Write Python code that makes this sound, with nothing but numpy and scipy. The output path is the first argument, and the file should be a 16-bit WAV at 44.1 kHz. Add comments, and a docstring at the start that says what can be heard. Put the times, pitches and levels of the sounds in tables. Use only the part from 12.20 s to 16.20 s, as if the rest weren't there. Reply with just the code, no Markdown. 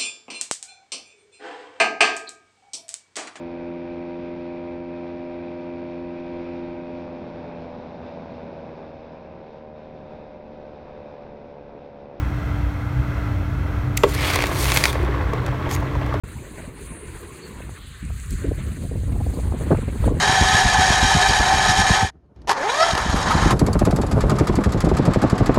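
"""Furnace burners rumble and a blower hums in a glass workshop, and go on throughout.
A gob of molten glass drops on its thread into a plastic bucket of water. Bending waves twang down
the thread, and the gob plops as its air cavity rings. Water boils, hisses and whistles on the hot
surface, the chilled glass cracks in sharp clicks, and the water slops on."""
import sys
import numpy as np
from scipy import signal
from scipy.fft import rfft, irfft
from scipy.io import wavfile
from scipy.ndimage import uniform_filter1d, map_coordinates

SR = 44100
rng = np.random.default_rng(int(sys.argv[2]) if len(sys.argv) > 2 else 0)


def waveform_to_disk(signal):
    """Save audio, clipped to [-1, 1], as 16-bit WAV at the path in sys.argv[1]."""
    frames = np.transpose(np.atleast_2d(signal))
    scaled = np.clip(frames, -1, 1) * 32767
    samples = np.round(scaled).astype(np.int16)
    wavfile.write(sys.argv[1], SR, samples)


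N = 176400

# Spectrum of cracks and crackle. Each row: frequency in Hz, level in dB.
CRACK_SPECTRUM = [(200, -17.5), (600, 0), (1200, -4), (2100, 4.5), (3000, -5), (4200, -5), (8000, -11),
                  (16000, -17)]


def amp(db):
    return 10 ** (np.asarray(db) / 20)


def unit_rms(x):
    return x / np.sqrt(np.mean(x ** 2) + 1e-20)


def spectrum_db(spectrum, hz):
    """Interpolate (Hz, dB) rows on a log frequency axis."""
    row_hz, row_db = np.transpose(spectrum)
    return np.interp(np.log(hz + 1), np.log(row_hz + 1), row_db)


def envelope(rows):
    """Gain per sample from (s, dB) rows."""
    return amp(np.interp(np.arange(N) / SR, *np.transpose(rows)))


def wobble(knots_per_s):
    """Smooth random curve."""
    knots = rng.standard_normal(int(N * knots_per_s / SR) + 4)
    return map_coordinates(knots, [np.arange(N) * knots_per_s / SR])


def add(out, start_s, x):
    i = round(start_s * SR)
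    out[i:i + len(x)] += x[:len(out) - i]


def pulse(spectrum, tilt_db_per_oct=0, size=4096):
    """Minimum-phase click of unit energy."""
    hz = np.fft.rfftfreq(size, 1 / SR)
    db = spectrum_db(spectrum, hz) + tilt_db_per_oct * np.log2(hz / SR + 1 / 2 ** 7)
    cepstrum = irfft(np.log(amp(db)))
    cepstrum[1:size // 2] *= 2
    cepstrum[size // 2 + 1:] = 0
    click = irfft(np.exp(rfft(cepstrum)))
    return click / np.linalg.norm(click)


def noise(spectrum):
    """Coloured noise, rms 1."""
    gain = amp(spectrum_db(spectrum, np.fft.rfftfreq(N, 1 / SR)))
    return unit_rms(irfft(rfft(rng.standard_normal(N)) * gain, N))


def burst(t60_s):
    """Decaying white noise."""
    t = np.arange(SR // 2) / SR
    return rng.standard_normal(len(t)) * amp(-60 * t / t60_s)


def ring(hz, t60_s, rise_s):
    """Damped sine."""
    t = np.arange(SR // 2) / SR
    return np.sin(2 * np.pi * hz * t) * amp(-60 * t / t60_s) * (1 - np.exp(-t / rise_s))


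def pops(per_s, spectrum, spread_db):
    """Tiny bursting bubbles of uneven size, rms 1."""
    sizes = amp(spread_db * np.clip(rng.standard_normal(N), -2, 2)) * rng.choice([-1, 1], N)
    impulses = sizes * (rng.random(N) < per_s / SR)
    return unit_rms(signal.fftconvolve(impulses, pulse(spectrum))[:N])


def patchy(x, depth_db=2, size=256):
    """Brief spectral peaks and dips as bubbles of like size come and go, rms 1."""
    frames = signal.stft(x, nperseg=size)[2]
    patches = uniform_filter1d(rng.standard_normal(frames.shape), size=3, axis=0)
    patches = uniform_filter1d(patches, size=7, axis=1)
    frames = frames * amp(depth_db * unit_rms(patches))
    return unit_rms(signal.istft(frames, nperseg=size)[1][:N])


def furnace(rumble_db=-24, roar_db=-36.5):
    """Burner rumble and roar, with unsteady blower and burner tones."""
    # Each row: frequency in Hz, relative density in dB.
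    rumble_spectrum = [(20, -20), (32, -21), (43, -8.5), (54, -1.5), (62, 3), (74, -8), (88, 0.5),
                       (101, -5.5), (128, -4), (152, -12.5), (185, -14.5), (250, -20.5), (340, -23.5),
                       (480, -62.5)]
    roar_spectrum = [(200, -14.5), (390, 0.5), (530, -2), (660, -0.1), (725, -5), (850, -2.5), (1100, -4),
                     (1380, -0.6), (1640, -5.5), (1810, -11), (2000, -5), (2180, -7), (2300, -15),
                     (2600, -11.5), (2900, -20), (3200, -16), (3750, -22), (4200, -21.5), (4900, -29.5),
                     (5600, -25.5), (7500, -34), (9300, -36.5), (10400, -48), (11500, -35.5), (13800, -34),
                     (16000, -41)]
    # Each row: frequency in Hz, rms level in dB, unsteadiness from 0 to 1.
    tones = [(62, -31, .6), (128.5, -33, .5), (292.2, -36.5, .12), (679, -56, .5), (769, -54, .3),
             (1350, -52, .6), (1646, -55.5, .6), (1968, -60, .6)]
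    t = np.arange(N) / SR
    hum = np.zeros(N)
    for hz, db, shake in tones:
        flutter = 1 - shake + shake * (wobble(9.9) + 1j * wobble(9))
        hum += amp(db) * unit_rms(np.real(flutter * np.exp(2j * np.pi * hz * t)))
    rumble = amp(rumble_db) * noise(rumble_spectrum)
    roar = amp(roar_db + 0.43 * wobble(5.8)) * noise(roar_spectrum)
    return hum + rumble + roar


def ripples(per_s=900, low_hz=282, high_hz=4510, t60_cycles=19.6, pitch_rise=.15, wash_db=-0.5):
    """Small bubbles rising in pitch as they fade, over a noise wash, rms 1."""
    # Each row: frequency in Hz, gain in dB.
    slop_spectrum = [(60, -45), (200, -12.5), (350, 4), (520, -0.5), (750, -5.5), (950, -4), (1120, -0.5),
                     (1270, -11), (1750, -8), (2150, -12), (2400, -16), (3000, -20.5), (3400, -20),
                     (5000, -31.5), (9000, -39.5), (16000, -76)]
    count = round(per_s * N / SR)
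    when, pitch, size_rank = rng.random((count, 3)).T[:, :, None]
    hz = low_hz * (high_hz / low_hz) ** pitch
    offsets = np.arange(SR // 40)
    age = hz * offsets / SR / t60_cycles  # 1 at 60 dB down
    gain = hz * amp(-4 * np.log(np.maximum(size_rank, 1 / 20)))
    cycles = t60_cycles * age * (1 + pitch_rise * age / 2)
    grains = gain * np.sin(2 * np.pi * cycles) * amp(-60 * age)
    positions = (when * N).astype(int) + offsets
    swarm = np.bincount(positions.ravel(), grains.ravel(), N)[:N]
    swarm = unit_rms(signal.fftconvolve(swarm, pulse(slop_spectrum))[:N])
    return unit_rms(swarm + amp(wash_db) * noise(slop_spectrum))


def water(lap_t60_s=0.061, bubble_t60_cycles=23, bubble_gain_db=5.0):
    """Water slops and laps at the bucket's sides; a few bubbles ring."""
    # Each row: time in seconds, level in dB.
    slop_levels = [(1.83, -90), (1.86, -46), (2.0, -35.5), (2.3, -29), (2.75, -32), (2.9, -29.5),
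                   (3.15, -31.5), (3.38, -33), (3.5, -30), (3.7, -34), (3.93, -31.5), (4, -35.5)]
    laps = [(2.158, -19), (2.188, -27), (2.237, -26), (2.561, -23), (2.754, -19), (3.001, -32),
            (3.133, -23.5), (3.28, -21), (3.463, -26), (3.625, -24.5), (3.752, -24.5), (3.813, -24),
            (3.861, -29.5), (3.94, -19)]
    # Each row: frequency in Hz, level in dB.
    lap_spectrum = [(220, -29), (420, 5.5), (650, 6.5), (850, -1.5), (1120, 1), (1350, -10), (1800, -3.5),
                    (2500, -18), (5000, -28.5), (12000, -50)]
    # Each row: start in seconds, relative level in dB, frequency in Hz.
    bubbles = [(2.833, -17, 359), (3.132, -17, 1110), (3.753, -18, 960), (3.925, -15, 1160),
               (3.956, -22, 429)]
    out = envelope(slop_levels) * amp(1.34 * wobble(35)) * ripples()
    for start_s, db in laps:
        add(out, start_s, amp(db) * signal.fftconvolve(burst(lap_t60_s), pulse(lap_spectrum)))
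    for start_s, db, hz in bubbles:
        add(out, start_s, amp(db + bubble_gain_db) * ring(hz, bubble_t60_cycles / hz, rise_s=0.0018))
    return out


def squeals(width_hz=520):
    """Brief, breathy whistles of steam and glass, most sliding down."""
    # Each row: start in seconds, length in seconds, level in dB, initial pitch in Hz, glide in octaves.
    whistles = [(1.777, 0.18, -48, 7300, -0.035), (1.934, .02, -39, 12600, 0),
                (2.54, .014, -28, 15000, -0.55), (2.665, 0.051, -35, 3640, -.1),
                (3.531, 0.028, -37, 6700, -.03)]
    out = np.zeros(N)
    for start_s, length_s, db, hz, glide_oct in whistles:
        t = np.arange(round(length_s * SR)) / SR
        flutter = (wobble(width_hz) + 1j * wobble(width_hz))[:len(t)]
        cycles = np.cumsum(hz * 2 ** (glide_oct * t / length_s)) / SR
        whistle = unit_rms(np.real(flutter * np.exp(2j * np.pi * cycles)))
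        add(out, start_s, amp(db) * whistle * signal.windows.tukey(len(t), .5))
    return out


def boil(pops_per_s=2200, crackle_per_s=150, crackle_db=-7.5):
    """Water boils on the hot glass: coarse pops and sharp crackle."""
    # Each row: time in seconds, level in dB.
    boil_levels = [(1.83, -90), (1.85, -48), (1.92, -37), (1.97, -32.5), (2.02, -24.5), (2.14, -25),
                   (2.2, -31.5), (2.31, -36.5), (2.4, -34), (2.5, -26.5), (2.57, -31), (2.62, -32),
                   (2.69, -35), (2.76, -42), (2.85, -54)]
    # Each row: frequency in Hz, level in dB.
    boil_spectrum = [(200, -21), (380, -2), (800, -4.5), (1150, -0.5), (1600, -4), (2300, 1.5),
                     (2950, -4.5), (3600, -5.5), (5000, -12), (8000, -27), (16000, -30)]
    crackle = amp(crackle_db) * pops(crackle_per_s, CRACK_SPECTRUM, spread_db=2.5)
    gain = envelope(boil_levels) * amp(1.2 * wobble(60))
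    return gain * (patchy(pops(pops_per_s, boil_spectrum, spread_db=1.5)) + crackle)


def steam(pops_per_s=6500):
    """Fine fizz on the hot surface, then one late spit."""
    # Each row: time in seconds, level in dB.
    fizz_levels = [(1.76, -90), (1.78, -51), (1.865, -50), (1.89, -36), (1.93, -43), (1.95, -29),
                   (1.965, -43), (2.08, -32.5), (2.2, -41), (2.32, -39.5), (2.39, -30), (2.55, -29.5),
                   (2.62, -31.5), (2.7, -34), (2.77, -60), (2.95, -68), (3.1, -88)]
    spit_levels = [(3.46, -90), (3.495, -44), (3.52, -35.5), (3.548, -33), (3.562, -54), (3.6, -85)]
    # Each row: frequency in Hz, level in dB.
    fizz_spectrum = [(1000, -36), (3000, -5), (4450, 5.5), (5000, -0.5), (6600, 1.5), (7600, -3.5),
                     (9000, 2.5), (10300, -4.5), (11300, -1), (14000, -5.5), (16000, -7)]
    spit_spectrum = [(1000, -15), (3000, -1), (5200, 2), (5900, -1), (6600, 6), (7700, -2), (8500, -8),
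                     (9500, -1), (10500, -9), (11500, -1), (13300, -2), (16000, -14)]
    fizz_gain = envelope(fizz_levels) * amp(1.3 * wobble(50))
    fizz = fizz_gain * patchy(pops(pops_per_s, fizz_spectrum, spread_db=6.5))
    spit = envelope(spit_levels) * patchy(pops(pops_per_s, spit_spectrum, spread_db=4))
    return fizz + spit


def thread(scatter_db=-1.5, scatter_t60_s=0.016):
    """Bending waves run down the thin glass, treble first: fast falling chirps, partly scattered."""
    # Each row: start in seconds, level in dB, delay at 1 kHz in seconds, dispersion exponent,
    # tilt in dB per octave.
    twangs = [(1.769, -23, .03, 2, -22), (1.7668, -18.5, .02, .5, 1.5), (1.768, -17, .026, .5, 13)]
    # Each row: frequency in Hz, level in dB.
    thread_spectrum = [(1500, -44), (2050, -3), (2400, -1), (3300, 0), (7500, 1), (10000, -7), (14000, -5),
                       (16000, -14)]
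    out = np.zeros(N)
    hz = np.fft.rfftfreq(4096, 1 / SR)
    for start_s, db, delay_s, dispersion, tilt in twangs:
        arrival_s = delay_s / np.maximum(hz / 1000, 1) ** dispersion
        lag_cycles = np.cumsum(arrival_s) * hz[1]
        magnitude = amp(spectrum_db(thread_spectrum, hz) + tilt * np.log2(1 + hz / 1000))
        chirp = irfft(magnitude * np.exp(-2j * np.pi * lag_cycles))
        scatter = burst(scatter_t60_s)
        scatter *= amp(scatter_db) / np.linalg.norm(scatter)
        scatter[0] = 1  # direct path
        add(out, start_s, amp(db) * signal.fftconvolve(chirp / np.abs(chirp).max(), scatter))
    return out


def plop(impact_s=1.8348, slap_db=-13, thud_db=-14):
    """The gob slaps the surface, the air cavity rings and the bucket thuds."""
    # Each row: frequency in Hz, level in dB.
    slap_spectrum = [(300, -11), (1000, 1.5), (2500, -1.5), (3700, -3.5), (5000, -12.5), (15000, -27)]
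    # Entry, cavity closure, last gulp.
    # Each row: start in seconds, level in dB, pitch factor, tilt in dB per octave.
    stages = [(1.8363, -8, 1.024, 5.6), (1.8409, -4, 1, -3.5), (1.8655, -16, 0.876, -11)]
    # Each row: base frequency in Hz, relative level in dB, T60 in seconds.
    cavity_modes = [(405.5, -3, 0.064), (471, 2.1, 0.064), (546, -2, 0.047), (932, -1.6, 0.032),
                    (1065, -0.2, 0.021), (1945, -19.5, 0.037)]
    out = np.zeros(N)
    add(out, impact_s, amp(slap_db) * signal.fftconvolve(burst(t60_s=0.04), pulse(slap_spectrum)))
    for start_s, db, pitch, tilt in stages:
        for hz, mode_db, t60_s in cavity_modes:
            gain = amp(db + mode_db + tilt * np.log2(hz / cavity_modes[0][0]))
            add(out, start_s, gain * ring(hz * pitch, t60_s, rise_s=0.001))
    add(out, impact_s, amp(thud_db) * ring(hz=66, t60_s=0.21, rise_s=0.033))
    return out


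def bucket(x, tail_db=-4, t60_s=0.029):
    """Echoes between the sides, and a short tail dulled by plastic and water."""
    # Each row: nominal delay in seconds, gain.
    wall_echoes = [(.0008, 0.71), (.0012, 0.35), (.0029, -.35)]
    # Each row: frequency in Hz, level in dB.
    tail_spectrum = [(500, 0), (2500, -0.5), (6000, -7), (16000, -13)]
    response = signal.fftconvolve(burst(t60_s), pulse(tail_spectrum))
    response *= amp(tail_db) / np.linalg.norm(response)
    response[0] = 1  # direct path
    for delay_s, gain in wall_echoes:
        add(response, delay_s * rng.uniform(.93, 1.07), gain * np.hanning(5) / 2)
    return signal.fftconvolve(x, response)[:N]


def cracks():
    """The chilled glass cracks, each time one sharp click inside the bucket."""
    # Each row: start in seconds, peak before echoes in dB, tilt in dB per octave.
    fractures = [(1.8785, -27, 4), (1.8995, -24, 7), (1.9385, -22, 8), (1.9495, -16, 1), (2.039, -16, -5),
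                 (2.0569, -12, -1.5), (2.0761, -13, 2), (2.1018, -11, -4), (2.1379, -7.5, -2),
                 (2.157, -3.5, 4), (2.1601, -2, -0.5), (2.1894, -9, -4), (2.2055, -12, -2),
                 (2.223, -5.5, 0.5), (2.239, -5.5, -4.5), (2.258, -11, 1), (2.269, -8, 5), (2.444, -5, 5),
                 (2.456, -9.5, -3.5), (2.502, -7, 1), (2.5198, 0, 0.5), (2.5627, -2, 1), (2.5726, 6.5, 2),
                 (2.6098, -10, 1), (2.639, 7.5, 2), (2.655, 4, 0.5), (2.7298, -9.5, 4), (2.8305, -24, 5),
                 (2.849, -25, 0), (3.135, -19, 1), (3.2638, -15.5, 0), (3.5126, -10, 1.5), (3.5273, -16, 1),
                 (3.5503, -8, 6), (3.5627, -17, 1), (3.6045, -27, 9), (3.8635, -25, 2), (3.9405, -25, 3)]
    out = np.zeros(N)
    for start_s, db, tilt in fractures:
        click = pulse(CRACK_SPECTRUM, tilt)
        add(out, start_s, amp(db) * bucket(click / np.abs(click).max()))
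    return out


def scene(room_db=-15.5):
    """Close bucket, faint workshop reverb, furnace behind; mono."""
    near = thread() + plop() + boil() + steam() + squeals() + cracks() + water()
    tail = burst(t60_s=0.43)
    room = signal.fftconvolve(near, tail / np.linalg.norm(tail))[:N]
    return (near + amp(room_db) * room + furnace())[None]


def record(dry, ceiling=1.3, cutoff_hz=15900):
    """Soft clip, then low-pass."""
    clipped = dry / (1 + np.abs(dry / ceiling) ** 6) ** (1 / 6)
    lowpass = signal.ellip(10, .05, 60, cutoff_hz, fs=SR, output="sos")
    return signal.sosfiltfilt(lowpass, clipped, padlen=4096)


dry = scene()
out = record(dry)
waveform_to_disk(out)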